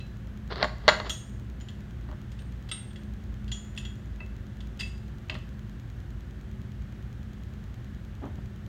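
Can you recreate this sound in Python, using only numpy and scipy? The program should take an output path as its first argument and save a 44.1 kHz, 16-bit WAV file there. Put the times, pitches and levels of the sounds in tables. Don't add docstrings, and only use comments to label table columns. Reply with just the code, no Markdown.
import sys
import numpy as np
from scipy import signal
from scipy.fft import rfft, irfft, next_fast_len
from scipy.io import wavfile
from scipy.ndimage import uniform_filter1d, minimum_filter1d

SR = 44100
rng = np.random.default_rng(int(sys.argv[2]) if len(sys.argv) > 2 else 0)


def transcribe(signal):
    frames = np.atleast_2d(signal).T
    limited = np.clip(frames, -1, 1)
    pcm = np.round(limited * 32767).astype(np.int16)
    wavfile.write(sys.argv[1], SR, pcm)


N = 382788

# pitch_hz, typical level_db (rms)
MOTOR_TONES = [(55.5, -50.5), (60, -51), (119, -50.5), (208.3, -51), (261, -70), (349, -65.5), (378, -67),
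               (526, -74)]
# pitch_hz, level_db (per Hz)
RUMBLE_COLOUR = [(8, -44.5), (22, -39.5), (33, -16), (44, -9), (54, 3.5), (70, -3), (100, -2.5),
                 (125, -5.5), (160, -10.5), (205, -10), (260, -18.5), (340, -24.5), (480, -37.5),
                 (1200, -73.5)]
AIR_COLOUR = [(200, -4), (400, 3.5), (650, 1.5), (950, -3), (1700, .5), (2050, -4), (2350, -8), (3200, -8),
              (5000, -17.5), (6500, -18), (9000, -25.5), (12000, -24), (13500, -28.5), (16000, -26.5)]
CLICK_COLOUR = [(250, -15), (700, -17), (1500, -12), (2100, -2), (2350, -23.5), (2700, 1.5), (3400, -0.5),
                (4200, -7.5), (5300, -11.5), (6000, -15), (7200, -11), (8000, -22), (13000, -19.5),
                (16000, -20)]
TICK_COLOUR = [(800, -11.5), (2500, 5.5), (4000, 4), (5200, -6), (6600, 4.5), (8500, -17.5), (13000, -9),
               (15500, -6.5)]
SCRAPE_COLOUR = [(150, -27.5), (400, 7.5), (600, 3.5), (1900, -1), (2400, -11), (3200, -6), (4600, -7.5),
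                 (5500, -21), (7000, -41.5), (9000, -50.5), (15000, -53)]
CRACK_COLOUR = [(150, -33), (400, -4.5), (700, 7.5), (1900, -1.5), (2400, -13.5), (3300, -1), (4100, 7.5),
                (4900, -7.5), (5800, -10.5), (7000, -26.5), (9000, -44), (16000, -46)]
THUD_COLOUR = [(120, -26), (300, -14.5), (600, -5), (2000, 5.5), (2400, -4.5), (3200, -7.5), (4400, -20),
               (5400, -5), (7200, -27), (8000, -36), (16000, -51.5)]
BUMP_COLOUR = [(60, -10), (130, 7.5), (300, 5.5), (450, -7.5), (800, -5.5), (1400, -14), (2200, -26),
               (3300, -25), (5000, -55), (12000, -62)]

# start_s, part struck, relative click_db, relative ring_db,
# contact brightness_hz, ring length factor (a grip shortens it)
PART_CLINKS = [(.002, "vise", -43.5, -50.5, 7000, 0.67), (0.64, "jaw", -31, -40, 6400, .35),
               (.887, "jaw", -16, -23.5, 7000, 0.4), (1.095, "jaw", -21, -27, 11000, 0.86),
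               (1.101, "nut", -27, -30, 2700, 0.51), (1.608, "jaw", -41.5, -46.5, 7000, 0.27),
               (1.685, "jaw", -38.5, -36.5, 6000, 0.16), (2.317, "nut", -44, -59, 9000, .2),
               (2.39, "nut", -44, -58, 9200, .55), (2.689, "handle", -35, -48, 8950, .4),
               (2.7138, "nut", -25, -31, 7600, 0.55), (2.906, "nut", -50, -55, 4970, .4),
               (2.958, "jaw", -39.5, -47, 4560, 0.44), (3.479, "handle", -41, -56, 8750, 0.88),
               (3.516, "jaw", -28.5, -32.5, 7000, 0.95), (3.763, "nut", -44, -53.5, 9100, 0.39),
               (3.7755, "pipe", -29.5, -38, 8000, 0.15), (3.78, "jaw", -49, -35.5, 11000, .38),
               (3.85, "jaw", -32.5, -35.5, 3970, 0.9), (4.203, "pipe", -54, -40, 2960, 0.59),
               (4.6046, "nut", -41, -62, 6500, .4), (4.792, "nut", -36, -52, 8000, .4),
               (4.797, "handle", -31.5, -30.5, 8900, 0.43), (4.806, "pipe", -27, -36, 9000, 0.47),
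               (4.812, "jaw", -35, -40, 6000, 0.86), (4.8308, "pipe", -42, -41, 8000, 0.57),
               (5.2968, "pipe", -28, -19.5, 4470, 0.09), (5.298, "handle", -40, -31.5, 6000, 0.055),
               (5.3414, "nut", -38, -62, 9000, .2)]
# pitch_hz, relative level_db, decay_s (to -60 dB)
VISE_MODES = [(2630, -4, 0.32), (4020, -1, 0.44), (6000, -12, .2)]
JAW_MODES = [(3128, -27, .28), (3300, -3, 0.12), (3343, -1, 0.27), (5370, -29, .25), (5770, -16.5, 0.193),
             (6500, -20, 0.37), (6995, -6, 0.41), (7100, -5.5, 0.17), (6900, -18, .2), (10060, -17.5, .28),
             (12700, -22, .22)]
NUT_MODES = [(1290, -5, .13), (2047, -20, .49), (3400, 12.5, 0.067), (3490, -10.5, .48), (3700, -3, 0.25),
             (3800, -15, .41), (8260, -7.5, 0.13), (8570, -1, .48)]
HANDLE_MODES = [(4370, -7, .14), (4820, 2, .3), (5400, -9, .1), (7386, -21, .3), (8400, -9, .33)]
PIPE_MODES = [(2006, -3, 0.17), (2180, -15, 0.49), (2635, 8, 0.2), (2700, -17, .12), (3720, -29, 0.27)]
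PARTS = {"jaw": JAW_MODES, "nut": NUT_MODES, "pipe": PIPE_MODES, "handle": HANDLE_MODES, "vise": VISE_MODES}
RATTLE_DELAY_S, RATTLE_CLICK_DB, RATTLE_RING_DB = .006, -7.5, -19
SEATING_S = .0016
LOOSENESS = .27

TICK_START_S, TICK_PERIOD_S, TICK_GAP_S = .0669, .10234, .0011

# start_s, time to the peak_s, peak level_db
DRAG_STROKES = [(.493, .032, -34.5), (.556, .068, -32.5), (.79, .085, -47.5), (.895, .035, -32),
                (1.035, .035, -37.5)]
STROKE_ATTACK_S, STROKE_SWELL_DB, STROKE_RELEASE_DB_PER_S = .012, 10.5, 515.5
SLIPS_PER_S = 5000

# start_s, relative level_db, first contact brightness_hz,
# gap to the first bounce_s, change per bounce_db
STEEL_CLANKS = [(.558, -34.5, 7000, 0.018, -15), (0.6278, -16, 4540, 0.016, -3),
                (0.8798, -8, 5900, 0.0062, .6), (1.0, -25.5, 3500, .006, -23), (2.089, -42, 1680, 0.025, 2),
                (4.206, -42, 2460, .01, -5), (5.2973, -35, 7500, .016, -4.5), (5.353, -36.5, 3000, .01, -6),
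                (8.24, -35, 893, 0.017, 1)]
BOUNCE_SHRINK, BOUNCE_DULLING = .53, .64
# pitch_hz, relative level_db, decay_s (to -60 dB)
BENCH_MODES = [(494, -11, 0.077), (622.6, 3, 0.096), (658, -12, 0.11), (700, -8.5, 0.0493), (869, -8, .08),
               (962, 0, 0.067), (1097, -4, 0.15), (1213, -5, .11), (1404, -8.5, 0.32), (1570, -2.5, 0.072),
               (1670, -17, .05), (1850, -7, .072), (1886, 1.5, .045), (2036, .5, .05), (2824, -9, 0.078),
               (3206, -9.5, 0.0617), (3500, -16.5, 0.065), (3690, -15, 0.1), (3880, -10.5, 0.022),
               (3868, -2, 0.04), (4270, -1, 0.053), (4417, 0.5, 0.056), (4660, 4.5, .025),
               (5190, -21, 0.066)]

# start_s, level_db, swell_s (time to the peak)
SOFT_BUMPS = [(.632, -32.5, 0.0087), (2.087, -48, 0.0091), (5.314, -40.5, 0.013), (8.215, -39, .023),
              (8.295, -49, 0.011), (8.381, -41, 0.0043)]

# pitch_hz, decay_s (to -60 dB)
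ROOM_DECAY = [(150, 1), (600, 0.48), (2000, 0.48), (4000, 0.39), (8000, 0.63), (15000, 0.39)]
NOTCH_HZ, NOTCH_Q = 10360, 9.8
CEILING, EDGE_HZ = .85, 15900


def gain_of(db):
    return 10 ** (np.asarray(db) / 20)


def evened(x):
    return x / np.sqrt(np.mean(x ** 2) + 1e-20)


def read(points, hz):
    f, value = np.transpose(points)
    return np.interp(np.log(hz + 1), np.log(f + 1), value)


def add(mix, start_s, sound):
    part = mix[max(round(start_s * SR), 0):][:len(sound)]
    part += sound[:len(part)]


def coloured(x, colour):
    size = next_fast_len(len(x))
    level_db = read(colour, np.fft.rfftfreq(size, 1 / SR))
    shaped = irfft(rfft(x, size) * gain_of(level_db), size)
    return evened(shaped[:len(x)])


def drift(rate_hz):
    size = next_fast_len(N)
    f = np.fft.rfftfreq(size, 1 / SR)
    slowed = rfft(rng.standard_normal(size)) / (1 + (f / rate_hz) ** 4)
    return evened(irfft(slowed, size)[:N])


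def soften(x, brightness_hz):
    return signal.lfilter(*signal.butter(2, min(brightness_hz, .45 * SR), fs=SR), x)


def ring(modes, scatter_db, length=1, rattle=0):
    t = np.arange(SR // 2) / SR
    strength, sign = rng.standard_normal(len(modes)), rng.choice([-1, 1], len(modes))
    shake = rng.standard_normal((len(modes), 160, 2)) @ np.array([1, 1j])
    shake_t = np.linspace(0, t[-1], shake.shape[1])
    out = np.zeros(len(t))
    for k, (pitch_hz, level_db, decay_s) in enumerate(modes):
        flutter = 1 + rattle * np.interp(t, shake_t, shake[k])
        fade = gain_of(level_db + scatter_db * strength[k] - 60 * t / (decay_s * length))
        out += sign[k] * fade * (flutter * np.exp(2j * np.pi * pitch_hz * t)).imag
    return out


def burst(colour, decay_s):
    t = np.arange(SR // 2) / SR
    return coloured(rng.standard_normal(len(t)), colour) * gain_of(-60 * t / decay_s)


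def machinery():
    t = np.arange(N) / SR
    rumble = gain_of(-39.5) * coloured(rng.standard_normal(N), RUMBLE_COLOUR)
    air = gain_of(-57.0 + .18 * drift(2.4)) * coloured(rng.standard_normal(N), AIR_COLOUR)
    tones = np.zeros(N)
    for pitch_hz, level_db in MOTOR_TONES:
        level = gain_of(level_db + 2.48 * drift(2.4)) * np.sqrt(2)
        tones += level * np.sin(2 * np.pi * pitch_hz * t + .85 * drift(1.6))
    return rumble + air + tones


def clinks():
    clicks, rings = np.zeros((2, N))
    seating = 1 - np.exp(-np.arange(SR // 2) / SR / SEATING_S)
    for start_s, part, click_db, ring_db, brightness_hz, length in PART_CLINKS:
        blow = (start_s, PARTS[part], click_db, ring_db)
        loose = NUT_MODES if part == "jaw" else JAW_MODES
        rattle = (start_s + RATTLE_DELAY_S, loose, click_db + RATTLE_CLICK_DB, ring_db + RATTLE_RING_DB)
        for at_s, modes, tap_db, tone_db in (blow, rattle):
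            tone = gain_of(-3.0) * ring(modes, scatter_db=3.5, length=length, rattle=LOOSENESS)
            tap = burst(CLICK_COLOUR, decay_s=.03)
            add(clicks, at_s, soften(seating * gain_of(tap_db) * tap, brightness_hz))
            add(rings, at_s, soften(seating * gain_of(tone_db) * tone, brightness_hz))
    return clicks, rings


def interference():
    out = np.zeros(N)
    starts = np.arange(TICK_START_S, N / SR, TICK_PERIOD_S)
    for start_s, size_db in zip(starts, rng.standard_normal(N // 1000)):
        add(out, start_s, gain_of([size_db - 4]))
        add(out, start_s + TICK_GAP_S, -gain_of([size_db]))
    return gain_of(-72) * coloured(out, TICK_COLOUR)


def slide():
    slips = rng.standard_normal(N) * (rng.random(N) < SLIPS_PER_S / SR)
    force, t = np.zeros(N), np.arange(SR // 2) / SR
    for start_s, peak_s, level_db in DRAG_STROKES:
        swell_db = STROKE_SWELL_DB * (t / peak_s - 1)
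        release_db = STROKE_RELEASE_DB_PER_S * (peak_s - t)
        attack = np.minimum(t / STROKE_ATTACK_S, 1)
        add(force, start_s, attack * gain_of(level_db + np.minimum(swell_db, release_db)))
    return coloured(slips, SCRAPE_COLOUR) * force


def bending_wave(colour, travel_s):
    hz = np.fft.rfftfreq(SR // 2, 1 / SR)
    turns = 2 * travel_s * np.sqrt(1000 * hz) - travel_s * hz / 4
    wave = irfft(gain_of(read(colour, hz)) * np.exp(-2j * np.pi * turns), SR // 2)
    wave = wave * np.linspace(1, 0, SR // 2)
    return wave / np.linalg.norm(wave)


def knock():
    crack = gain_of(16.0) * bending_wave(CRACK_COLOUR, travel_s=.002332)
    body = gain_of(-10.0) * ring(BENCH_MODES, scatter_db=1.5, length=.7, rattle=.13)
    thud = gain_of(-7.0) * burst(THUD_COLOUR, decay_s=.037)
    return crack + body + thud


def clanks(count=3):
    out = np.zeros(N)
    for start_s, level_db, brightness_hz, gap_s, bounce_db in STEEL_CLANKS:
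        at_s = start_s
        for k in range(count):
            force = gain_of(k * bounce_db)
            contact = soften(knock(), brightness_hz * force * BOUNCE_DULLING ** k)
            add(out, at_s, gain_of(level_db) * force * contact)
            at_s = at_s + gap_s * BOUNCE_SHRINK ** k
    return out


def bumps():
    out, t = np.zeros(N), np.arange(SR // 2) / SR
    for start_s, level_db, swell_s in SOFT_BUMPS:
        swell = t / swell_s * np.exp(1 - t / swell_s)
        add(out, start_s, gain_of(level_db) * coloured(rng.standard_normal(len(t)), BUMP_COLOUR) * swell)
    return out


def workshop(x):
    taps = rng.choice([-1., 1.], SR) * (rng.random(SR) < 4000 / SR)
    taps = taps * (np.arange(SR) / SR > .005)
    hz, t, bands = signal.stft(taps, SR, nperseg=256)
    fade = gain_of(-60 * t / read(ROOM_DECAY, hz)[:, None])
    tail = signal.istft(bands * fade, SR, nperseg=256)[1]
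    return signal.fftconvolve(x, tail / np.linalg.norm(tail))[:N]


def scene():
    bench = clanks() + slide() + bumps()
    clicks, rings = clinks()
    room = workshop(gain_of(-12.5) * bench + gain_of(-5.5) * clicks + gain_of(-8.0) * rings)
    return (bench + clicks + rings + room + machinery() + interference())[None]


def record(dry):
    heard = dry - .6 * signal.lfilter(*signal.iirpeak(NOTCH_HZ, NOTCH_Q, SR), dry)
    allowed = CEILING / np.maximum(abs(heard), CEILING)
    heard = heard * uniform_filter1d(minimum_filter1d(allowed, size=64), size=64)
    lowpass = signal.firwin(511, EDGE_HZ, window=("kaiser", 9), fs=SR)
    return signal.oaconvolve(heard, lowpass[None], "same")


dry = scene()
out = record(dry)
transcribe(out)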